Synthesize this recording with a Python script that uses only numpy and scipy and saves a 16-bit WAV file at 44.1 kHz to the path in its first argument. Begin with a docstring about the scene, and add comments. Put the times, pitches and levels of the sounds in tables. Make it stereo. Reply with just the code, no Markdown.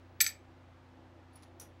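"""A burst of cracks: steel cutters bite through a plastic sprue, the jaws ring and the part bounces.
Later the cutters' joint ticks faintly as they are handled, close to the microphone at a hobby desk.
Decaying modes make sprue, jaws, joint and spring; noise makes crack, scrape and rustle.
Behind it a fan, slightly unsteady tones over an uneven rush of air, hums in the small room."""
import sys
import numpy as np
from scipy import signal
from scipy.fft import rfft, irfft, next_fast_len
from scipy.io import wavfile
from scipy.ndimage import map_coordinates

SR = 44100
rng = np.random.default_rng(int(sys.argv[2]) if len(sys.argv) > 2 else 0)


def transcribe(u):
    """Save the signal u as a 16-bit wav file named by the first command-line argument.

    u: samples, shape (n,) or (channels, n), limited to [-1, 1]; the rate is SR.
    q: integer samples, one column per channel.
    """
    v = np.clip(np.atleast_2d(u).T, -1, 1)
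    q = np.round(v * 32767).astype(np.int16)
    wavfile.write(sys.argv[1], SR, q)


def linear_from_db(decibels):
    """Turn decibels (scalar or array-like) into linear amplitude factors; 0 gives 1."""
    return 10 ** (np.asarray(decibels, float) / 20)


N = 79380  # length in samples, 1.8 s


def along(points, hz):
    """Read (Hz, value) points at hz, interpolating on a log frequency axis."""
    f, v = np.transpose(points)
    return np.interp(np.log(hz + 1), np.log(f + 1), v)


def wobble(rate):
    """A smooth random curve with rate knots a second."""
    knots = rng.standard_normal(N // 8)
    return map_coordinates(knots, [np.arange(N) * rate / SR])


def filtered(x, response):
    """Multiply the spectrum of x by a response of frequency."""
    m = next_fast_len(len(x) + 8192)
    hz = np.fft.rfftfreq(m, 1 / SR)
    return irfft(rfft(x, m) * response(hz), m)[:len(x)]


def ring(modes):
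    """Answer of a struck body: decaying sines, alternate modes in opposite sign."""
    t = np.arange(SR // 4) / SR
    total = np.zeros(len(t))
    for k, (hz, db, t60) in enumerate(modes):
        decay = linear_from_db(db - 60 * t / t60)
        total += (-1) ** k * decay * np.sin(2 * np.pi * hz * t)
    return total


def add(track, s, x):
    """Mix x into the track at time s."""
    i = round(s * SR)
    track[i:i + len(x)] += x[:len(track) - i]


def snip():
    """Every contact knocks the sprue, spits a crack and rings the jaws, which choke their ring on shutting."""
    # contacts in the snip: t/s, then sprue knock, crack, lower and upper jaw ring, each level/dB
    contacts = [(0.2033, -18, -47, -54.5, -55.5), (0.205, -9.5, -15.5, -25, -41.5),
                (.2083, -28, -26, -39, -32.5), (0.2107, -13, -14, -24.5, -19),
                (0.2127, -18.5, -17, -27.5, -27), (.2170, -31, -21, -26, -30),
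                (0.2215, -22, -34, -42.5, -43.5), (0.2425, -22, -37.5, -39, -48),
                (.2520, -27.5, -39.5, -37, -49.5), (.2637, -14, -25, -32.5, -49),
                (.2670, -31.5, -27.5, -33.5, -42.5), (.2712, -30, -33, -41, -41),
                (.2800, -34, -37, -51, -51), (.2910, -28.5, -45.5, -60, -56), (.2990, -42, -48.5, -51, -55)]
    # modes of the plastic sprue frame: f/Hz, level/dB, t60/s
    plastic = [(1367, -22, 0.032), (1779, -16.5, 0.026), (1930, -18, .022), (2225, -14, 0.024),
               (2345, -15, 0.035), (2485, -16, 0.019), (3250, -20, .012), (3794, -17, .018),
               (4350, -17.5, 0.021), (4695, -13.5, 0.0248), (5200, -14, 0.0082), (5528, -17.5, 0.011)]
    # modes of the steel jaws: f/Hz
    jaw_hz = [6146, 6700, 6910, 7712, 7835, 7903, 8600, 10010, 11038, 11190, 11650, 12665, 13548, 14120]
    # the same jaw modes in the same order: level/dB, t60/s
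    jaw_modes = [(-1.5, 0.073), (-16, .04), (-14.5, 0.036), (-11, .2), (-7.5, 0.061), (-3.5, .08),
                 (-15.5, 0.018), (-18.5, .03), (-6, .05), (-9.5, .04), (-13.5, 0.027), (-2, 0.058),
                 (-2.5, 0.069), (-15, .03)]
    # colour of the crack: f/Hz, gain/dB
    crack_colour = [(900, -42.5), (1400, -10.5), (2800, -4.5), (4500, 1.5), (6000, -1.5), (8300, 3),
                    (10000, -9.5), (13000, -4), (15500, -7.5)]
    upper_hz = 9500  # splits the lower jaw ring from the upper
    crack_t60_s = 0.01
    shut_s, shut_db = 0.235, -10  # the jaws meet and choke their ring
    chatter = 0.25  # depth to which the loose blades roughen the ring
    low_cut_hz = 1400  # the small parts radiate little lower

    jaws = [(hz, *mode) for hz, mode in zip(jaw_hz, jaw_modes)]
    lower = ring([mode for mode in jaws if mode[0] < upper_hz])
    upper = ring([mode for mode in jaws if mode[0] >= upper_hz])
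    sprue = ring(plastic)
    knock, spit = np.zeros(N), np.zeros(N)
    open_steel, shut_steel = np.zeros(N), np.zeros(N)
    t = np.arange(SR // 50) / SR
    for s, knock_db, crack_db, lower_db, upper_db in contacts:
        add(knock, s, linear_from_db(knock_db) * sprue)
        steel = shut_steel if s > shut_s else open_steel
        add(steel, s, linear_from_db(lower_db) * lower + linear_from_db(upper_db) * upper)
        add(spit, s, linear_from_db(crack_db - 60 * t / crack_t60_s) * rng.standard_normal(len(t)))

    choke_db = np.interp(np.arange(N) / SR, [shut_s - .002, shut_s + .001], [0, shut_db])
    # only contacts before the jaws shut are choked
    steel = linear_from_db(choke_db) * open_steel + shut_steel
    steel *= 1 + chatter * wobble(1500)
    crack = filtered(spit, lambda hz: linear_from_db(along(crack_colour, hz)))
    high_pass = signal.butter(6, low_cut_hz, "high", fs=SR, output="sos")
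    return signal.sosfilt(high_pass, knock + steel + crack)


def ticks():
    """A short dying scrape excites the joint and the return spring; the hand rustles on the grip."""
    # ticks of the joint: t/s, then joint, spring and rustle, each level/dB, and scrape t60/s
    tick_list = [(1.328, -79, -57.5, -39.5, .2), (1.356, -72, -44, -49, 0.011),
                 (1.365, -72, -71, -33, 0.21), (1.4222, -65, -52, -36, .02),
                 (1.4297, -63.5, -52.5, -31, 0.044), (1.5972, -42.5, -70, -33, 0.023),
                 (1.607, -44, -75, -27, 0.14)]
    # modes of the loose joint: f/Hz, level/dB, t60/s
    joint_modes = [(5110, -6, 0.0091), (5790, -0.5, 0.019), (6030, -3, 0.016), (6740, -5.5, 0.013),
                   (8350, -1.5, 0.0062), (10090, 2.5, 0.011), (11360, -7, 0.0075), (12460, -4, .012),
                   (13200, -18, .01), (14000, -10, 0.0094), (15200, -20, 0.014), (15400, -8, 0.0085)]
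    # modes of the return spring: f/Hz, level/dB, t60/s
    spring_modes = [(4510, -15.5, 0.023), (5530, -20, 0.023), (9910, -3, 0.046), (12800, -27, 0.022),
                    (14700, -15, 0.018)]
    # colour of the hand on the grip: f/Hz, gain/dB
    rustle_colour = [(100, -28), (160, 4), (600, 8.5), (1200, 7), (2500, 1.5), (4500, 0.5), (7000, -7),
                     (11000, -38), (15000, -27)]
    rise_s = 0.002  # time constant of the scrape's onset

    joint, spring = ring(joint_modes), ring(spring_modes)
    metal, hand = np.zeros(N), np.zeros(N)
    t = np.arange(SR // 6) / SR
    for s, joint_db, spring_db, rustle_db, t60 in tick_list:
        # two noises of one shape: one for the metal, one for the hand
        scrape = linear_from_db(-60 * t / t60) * rng.standard_normal((2, len(t)))
        scrape *= 1 - np.exp(-t / rise_s)
        scrape /= np.linalg.norm(scrape[0])
        body = linear_from_db(joint_db) * joint + linear_from_db(spring_db) * spring
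        add(metal, s, signal.fftconvolve(scrape[0], body))
        add(hand, s, linear_from_db(rustle_db) * scrape[1])
    return metal + filtered(hand, lambda hz: linear_from_db(along(rustle_colour, hz)))


def room(x):
    """Diffuse answer of the room: delayed noise of unit energy, each frequency dying at its own speed."""
    # decay of the room: f/Hz, t60/s
    room_decay = [(1000, 0.19), (2500, 0.25), (5000, 0.19), (9000, .17), (15000, 0.14)]
    delay_s = 0.004
    hz, t, spectra = signal.stft(rng.standard_normal(SR // 3), SR, nperseg=256)
    decay = linear_from_db(-60 * t / along(room_decay, hz)[:, None])
    tail = signal.istft(spectra * decay, SR, nperseg=256)[1]
    tail = tail / np.linalg.norm(tail)
    delayed = np.pad(x, (round(delay_s * SR), 0))
    return signal.fftconvolve(delayed, tail)[:N]


def fan():
    """Slightly unsteady motor tones over the rush of air, whose low part is uneven in level."""
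    # motor tones: f/Hz, level/dB rms about which each wavers
    hum = [(59, -74), (90, -60.5), (120, -71.5), (142, -76.5), (258, -67.5), (516, -80)]
    # rush of air before its low part is made uneven: f/Hz, level/dB per Hz
    air_colour = [(20, -96), (50, -94), (150, -92.5), (220, -92.5), (290, -92), (330, -83.5), (380, -90),
                  (425, -99), (490, -92), (800, -92), (1000, -96.5), (2000, -103), (4000, -112),
                  (6300, -120), (10000, -130), (15700, -134)]
    # chance rises and dips of the low rush: t/s, level/dB (only the departure from the mean counts)
    unevenness = [(0.05, -64), (0.802, -67.5), (0.962, -64.5), (0.972, -61.5), (1.152, -67), (1.176, -60),
                  (1.238, -67), (1.696, -62), (1.75, -68.5)]
    waver_db, waver_rad = 1.12, 0.2  # unsteadiness of level and phase

    t = np.arange(N) / SR
    tones = np.zeros(N)
    for hz, db in hum:
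        level = np.sqrt(2) * linear_from_db(db + waver_db * wobble(6))
        phase = 2 * np.pi * (hz * t + rng.random()) + waver_rad * wobble(9)
        tones += level * np.sin(phase)

    # sqrt(SR / 2) brings white noise to 0 dB per Hz
    air = filtered(rng.standard_normal(N), lambda hz: linear_from_db(along(air_colour, hz)) * np.sqrt(SR / 2))
    # a broad band about 400 Hz
    low_air = filtered(air, lambda hz: np.exp(-(np.log((hz + 1) / 400) / 0.79) ** 4))
    s, db = np.transpose(unevenness)
    uneven_gain = linear_from_db(np.interp(t, s, db - db.mean()))
    return tones + air + low_air * (uneven_gain - 1)


def scene():
    """Cutters near the microphone, the room around them and the fan, alike on both channels."""
    cut, tick = snip(), ticks()
    cut_room_db, tick_room_db = -10, -9
    reverb = linear_from_db(cut_room_db) * room(cut) + linear_from_db(tick_room_db) * room(tick)
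    mono = cut + tick + reverb + fan()
    return np.array([mono, mono])


def top_cut(x):
    """Nothing passes above the cut-off."""
    return signal.sosfilt(signal.butter(12, 16370, fs=SR, output="sos"), x)


def record(dry):
    """One microphone on both channels, with nothing passed from top_hz up."""
    top_hz = 15750
    mix = np.array([filtered(channel, lambda hz: hz < top_hz) for channel in dry])
    return top_cut(mix)


dry = scene()
out = record(dry)
transcribe(out)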